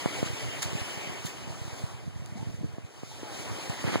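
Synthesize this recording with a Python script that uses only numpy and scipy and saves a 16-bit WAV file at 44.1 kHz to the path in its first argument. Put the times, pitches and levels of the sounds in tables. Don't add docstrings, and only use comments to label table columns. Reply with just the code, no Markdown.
import sys
import numpy as np
from scipy import signal
from scipy.fft import rfft, irfft, next_fast_len
from scipy.io import wavfile
from scipy.ndimage import uniform_filter1d, map_coordinates

SR = 44100
rng = np.random.default_rng(int(sys.argv[2]) if len(sys.argv) > 2 else 0)


def store_pcm(level_fs):
    pcm = np.round(np.clip(level_fs, -1, 1) * 32767).astype(np.int16)
    wavfile.write(sys.argv[1], SR, np.atleast_2d(pcm).T)


N = 176400


def amp(db):
    return 10 ** (np.asarray(db) / 20)


def unit(x):
    return x / np.sqrt(np.mean(x ** 2) + 1e-20)


def along(points, hz):
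    freqs_hz, values = np.transpose(points)
    return np.interp(np.log(hz + 1), np.log(freqs_hz + 1), values)


def curves(rows):
    time_s, *columns = np.transpose(rows)
    return [np.interp(np.arange(N) / SR, time_s, column) for column in columns]


def wobble(knots_per_s):
    knots = rng.standard_normal(int(N * knots_per_s / SR) + 4)
    return map_coordinates(knots, [np.arange(N) * knots_per_s / SR])


def filtered(x, response):
    size = next_fast_len(N + SR // 2)
    return irfft(rfft(x, size) * response(np.fft.rfftfreq(size, 1 / SR)), size)[..., :N]


def coloured(x, spectrum):
    return filtered(x, lambda hz: amp(along(spectrum, hz)))


def noise(spectrum):
    return unit(coloured(rng.standard_normal((2, N)), spectrum))


def swell(start_s, level_db, rise_s, t60_s):
    age_s = np.arange(N) / SR - start_s
    decay_s = np.maximum(age_s - 1.6 * rise_s, 0)
    return amp(level_db - 60 * decay_s / t60_s) * np.clip(age_s / rise_s, 0, 1)


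# freq_hz, side_over_mid_db
WATER_WIDTH = [(130, -8), (300, -11), (600, -2), (900, -3.5), (1400, 15), (2000, -3.5), (3300, -1.5),
               (12000, 1.5)]
LEFT_LEAN = 0.66


def water_noise(spectrum, patchy_db):
    cells = signal.stft(rng.standard_normal((2, N)), nperseg=512)[2]
    patches = uniform_filter1d(rng.standard_normal(cells.shape[1:]), size=6, axis=0)
    patches = uniform_filter1d(patches, size=8, axis=1)
    mid, diffuse = signal.istft(cells * amp(patchy_db * unit(patches)), nperseg=512)[1][:, :N]
    side = coloured(LEFT_LEAN * mid + np.sqrt(1 - LEFT_LEAN ** 2) * diffuse, WATER_WIDTH)
    return unit(coloured(np.array([mid + side, mid - side]), spectrum))


BUBBLES_PER_S, BUBBLE_HZ, BUBBLE_LOG_SPREAD, BUBBLE_CYCLES, BUBBLE_SCATTER_DB = 800, 2154, 0.527, 7.6, 5.5


def bubbles():
    count = int(BUBBLES_PER_S * N / SR)
    when, right_gain, strength, u, v = rng.random((count, 5)).T
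    gaussian = np.sqrt(-2 * np.log(1 - u)) * np.cos(2 * np.pi * v)
    pitch_hz = np.clip(BUBBLE_HZ * np.exp(BUBBLE_LOG_SPREAD * gaussian), 400, 12000)
    offsets = np.arange(SR // 40)
    age = pitch_hz[:, None] * offsets / SR / BUBBLE_CYCLES
    chirp = 1 + 0.15 * np.minimum(age, 2)
    rings = np.sin(2 * np.pi * BUBBLE_CYCLES * age * chirp) * np.exp(-2 * age)
    rings *= amp(BUBBLE_SCATTER_DB * np.minimum(-np.log(1 - strength), 5))[:, None]
    at = ((when * N).astype(int)[:, None] + offsets).ravel()
    ports = (rings, rings * right_gain[:, None])
    return unit(np.array([np.bincount(at, port.ravel(), N)[:N] for port in ports]))


# time_s, wash_db, froth_db, foam_db
WAVE_LEVELS = [(0.0, -42, -42, -46), (0.21, -43, -44, -46.5), (0.47, -44, -47.5, -48),
               (0.91, -43.5, -45, -47), (1.08, -44, -46, -49.5), (1.35, -48, -52, -54),
               (1.71, -48, -59, -53), (1.85, -49, -60.5, -53), (1.98, -51, -60, -59),
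               (2.09, -55, -63, -61.5), (2.51, -54, -61.5, -59.5), (2.65, -55.5, -64.5, -61.5),
               (2.88, -55, -62.5, -64.5), (3.11, -54.5, -64.5, -53.5), (3.21, -48.5, -57, -55.5),
               (3.35, -47, -52, -49), (3.48, -44.5, -52.5, -49), (3.84, -44, -46.5, -47.5),
               (4.0, -44, -44.5, -49.5)]
# freq_hz, density_db
WASH_SPECTRUM = [(40, -24), (120, 2), (200, -1), (300, 3.5), (420, 0), (520, -3.5), (650, -2.5), (850, -5),
                 (1100, -8.5), (1400, -11.5), (2000, -14.5), (4500, -55)]
FROTH_SPECTRUM = [(700, -35), (1300, -45), (1650, -5), (2050, 3.5), (2500, 2.5), (3000, 5.5), (4000, -28),
                  (8000, -57)]
FOAM_SPECTRUM = [(1200, -33), (2400, 3.5), (3200, 1.5), (4300, 0.5), (5600, 0.5), (7200, -1.5), (9500, -6),
                 (12500, -15.5), (15500, -16)]
WASH_TRIM_DB, FROTH_TRIM_DB, FOAM_TRIM_DB, BUBBLE_TRIM_DB = 3, 1.5, 1.5, -15


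def surf():
    wash_db, froth_db, foam_db = curves(WAVE_LEVELS)
    wash = amp(wash_db + WASH_TRIM_DB + 0.47 * wobble(14)) * water_noise(WASH_SPECTRUM, 1.55)
    froth = amp(froth_db + FROTH_TRIM_DB + 0.84 * wobble(25.53)) * water_noise(FROTH_SPECTRUM, 3.0)
    foam = amp(foam_db + FOAM_TRIM_DB + 0.79 * wobble(25.2)) * water_noise(FOAM_SPECTRUM, 1.33)
    return wash + froth + foam + amp(froth_db + BUBBLE_TRIM_DB) * bubbles()


# time_s, level_db
BREEZE_LEVELS = [(0, -43), (.75, -42.5), (1.22, -46.5), (1.35, -52), (1.45, -40.5), (1.65, -52.5),
                 (2.0, -43.5), (2.25, -42.5), (2.65, -38), (2.72, -49), (2.95, -53), (3.2, -48.5),
                 (3.4, -45), (3.8, -45.5), (4, -47)]
# freq_hz, density_db
BREEZE_SPECTRUM = [(20, -35), (40, -14.5), (70, -9.5), (110, -1.5), (170, -12), (300, -21.5), (700, -39),
                   (3000, -70)]
FLUTTER_DB, FLUTTER_PER_S, WIND_LEFT_DB = 3.8, 24, -6


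def breeze():
    level_db, = curves(BREEZE_LEVELS)
    rumble = unit(amp(FLUTTER_DB * wobble(FLUTTER_PER_S)) * noise(BREEZE_SPECTRUM))
    return amp(level_db) * rumble * amp([[WIND_LEFT_DB], [0]])


# time_s, peak_db, sharpness_hz
EDDY_HITS = [(0.0595, -15, 350), (0.229, -16, 287), (0.262, -29.5, 97), (0.301, -30, 54), (0.331, -29, 43),
             (0.484, -32, 30), (0.656, -29.5, 43), (0.73, -28, 68), (0.752, -24.5, 96), (0.8153, -29, 30),
             (0.9734, -36.5, 77), (1.0736, -33, 138), (1.0981, -30.5, 109), (1.249, -26.5, 108),
             (1.476, -32, 97), (1.502, -31, 43), (1.6152, -30, 43), (1.6509, -32.5, 43), (1.678, -32, 61),
             (1.7285, -32, 38), (1.8382, -22.5, 51.7), (1.9456, -34.5, 47.7), (2.0785, -26.5, 63),
             (2.16, -29.5, 54), (2.196, -33, 48), (2.221, -33, 75.6), (2.3226, -31, 70.5),
             (2.375, -35, 155), (2.4286, -28, 144), (2.471, -27.5, 66.6), (2.543, -30, 60.4),
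             (2.5898, -32.5, 54), (2.6121, -29, 68), (2.6436, -24.5, 134), (2.7358, -34.5, 43),
             (2.7831, -28.5, 250), (2.845, -32.5, 38), (3.0336, -28.5, 270), (3.397, -36, 86),
             (3.6977, -24, 74.6), (3.842, -23, 450), (3.8478, -21.5, 61), (3.8776, -21, 155),
             (3.898, -30, 174), (3.931, -25, 220), (3.9574, -14, 480)]
EDDY_TRIM_DB, EDDY_LEFT_GAIN, PORT_CUT_HZ = 3, 0.038, 109
CRACK_GAIN, CRACK_ROLLOFF_HZ, FULL_CRACK_SHARPNESS_HZ = 0.17, 1150, 450


def eddies():
    size, lead = 4096, 1024
    hz = np.fft.rfftfreq(size, 1 / SR)
    bass_cut = signal.freqs(*signal.butter(4, PORT_CUT_HZ, "high", analog=True), hz)[1]
    pushes = np.zeros(N + SR)
    for time_s, peak_db, sharpness_hz in EDDY_HITS:
        violence = min(sharpness_hz / FULL_CRACK_SHARPNESS_HZ, 1) ** 3
        crack = CRACK_GAIN * violence * np.exp(-hz / CRACK_ROLLOFF_HZ)
        thump = np.exp(-hz / sharpness_hz)
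        push = np.roll(irfft(bass_cut * (thump + crack), size), lead)
        pushes[int(time_s * SR):][:size] -= amp(peak_db + EDDY_TRIM_DB) * push / np.abs(push).max()
    right = pushes[lead:lead + N]
    return np.array([EDDY_LEFT_GAIN * right, right])


# start_s, level_db, rise_s, t60_s, treble_db
SPRAY_SPURTS = [(.245, -46, 0.011, 0.26, -4), (.6185, -28.7, 0.005, 0.115, -0.5),
                (.791, -44.5, 0.0066, .08, -2), (1.245, -41.5, 0.019, 0.19, 4),
                (1.76, -52.5, 0.023, 0.19, -1), (2.2595, -40.5, 0.00099, 0.0076, 1),
                (2.355, -55.5, 0.016, 0.1, -5), (2.84, -59.5, .015, 0.14, -5),
                (2.99, -57.5, 0.0043, 0.055, -4), (3.696, -42.5, 0.0012, 0.021, -4)]
# freq_hz, density_db
SPRAY_SPECTRUM = [(500, -14), (1400, 5.5), (3200, 8), (5000, 5), (7200, 9), (10000, -2.5), (15500, -10)]
SPATTER_DB, SPATTER_PER_S = 2.2, 450


def spray():
    out = np.zeros((2, N))
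    hiss = water_noise(SPRAY_SPECTRUM, patchy_db=0.5) * unit(amp(SPATTER_DB * wobble(SPATTER_PER_S)))
    treble = filtered(hiss, lambda hz: along([(7000, 0), (12000, 1)], hz))
    for *envelope, treble_db in SPRAY_SPURTS:
        out += swell(*envelope) * (hiss + (amp(treble_db) - 1) * treble)
    return out


# start_s, pitch_hz, level_db, t60_s
ICE_PLOPS = [(1.25, 166, -34, 0.083), (2.355, 204, -30.5, 0.08), (2.632, 280, -31, 0.092),
             (3.113, 850, -47, 0.055), (3.231, 317, -21.5, 0.016), (3.584, 352, -32.5, 0.052)]
PLOP_RISE_PER_S, PLOP_ATTACK_S = 3.4, 0.001


def plops():
    out = np.zeros(N)
    for start_s, pitch_hz, level_db, t60_s in ICE_PLOPS:
        age_s = np.clip(np.arange(N) / SR - start_s, 0, 0.5)
        envelope = amp(level_db - 60 * age_s / t60_s) * (1 - np.exp(-age_s / PLOP_ATTACK_S))
        cycles = pitch_hz * age_s * (1 + PLOP_RISE_PER_S * age_s / 2)
        out += envelope * np.sin(2 * np.pi * cycles)
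    return np.array([1.75 * out, 0.9 * out])


# start_s, length_s, start_hz, end_hz, level_db
WHISTLE_GLIDES = [(2.34, .11, 590, 920, -50.5), (3.215, .21, 910, 730, -49.5)]
GURGLE_DEPTH, GURGLE_PER_S = 0.55, 180


def whistles():
    out = np.zeros(N)
    for start_s, length_s, start_hz, end_hz, level_db in WHISTLE_GLIDES:
        progress = np.clip((np.arange(N) / SR - start_s) / length_s, 0, 1)
        pitch_hz = end_hz + (start_hz - end_hz) * (1 - progress) ** 1.5
        tone = np.exp(2j * np.pi * np.cumsum(pitch_hz) / SR)
        gurgle = 1 + GURGLE_DEPTH * (wobble(GURGLE_PER_S) + 1j * wobble(GURGLE_PER_S))
        envelope = amp(level_db) * np.minimum(2 * np.sin(np.pi * progress), 1)
        out += envelope * (gurgle * tone).real
    return np.array([out, 0.18 * out])


# start_s, level_db, rise_s, t60_s
GUST_SWELLS = [(3.84, -32, 0.033, 0.35), (3.923, -33, 0.017, 0.11)]
# freq_hz, density_db
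GUST_SPECTRUM = [(40, -25), (130, 1.5), (400, -5), (900, -11), (2000, -11.5), (5000, -23.5), (14000, -43)]


def gusts():
    envelope = sum(swell(*gust) for gust in GUST_SWELLS)
    return envelope * noise(GUST_SPECTRUM) * amp([[WIND_LEFT_DB], [0]])


def scene():
    water = surf() + spray() + plops() + whistles()
    wind = breeze() + eddies() + gusts()
    return water + wind


# freq_hz, right_over_left_db
BALANCE = [(100, 2), (400, 0), (900, -2), (2000, -0.5), (2770, 0), (4000, 2), (5540, 0), (7000, 2.3),
           (8300, 0)]
CROSS_FEED_GAIN, CROSS_DELAY_S, BAND_LIMIT_HZ = 0.93, 0.000361, 15750


def record(dry):
    opposite = filtered(dry[::-1], lambda hz: np.exp(-2j * np.pi * hz * CROSS_DELAY_S))
    wide = dry - CROSS_FEED_GAIN * opposite
    split = np.array([[-0.5], [0.5]])
    return filtered(wide, lambda hz: amp(along(BALANCE, hz) * split) * (hz < BAND_LIMIT_HZ))


dry = scene()
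out = record(dry)
store_pcm(out)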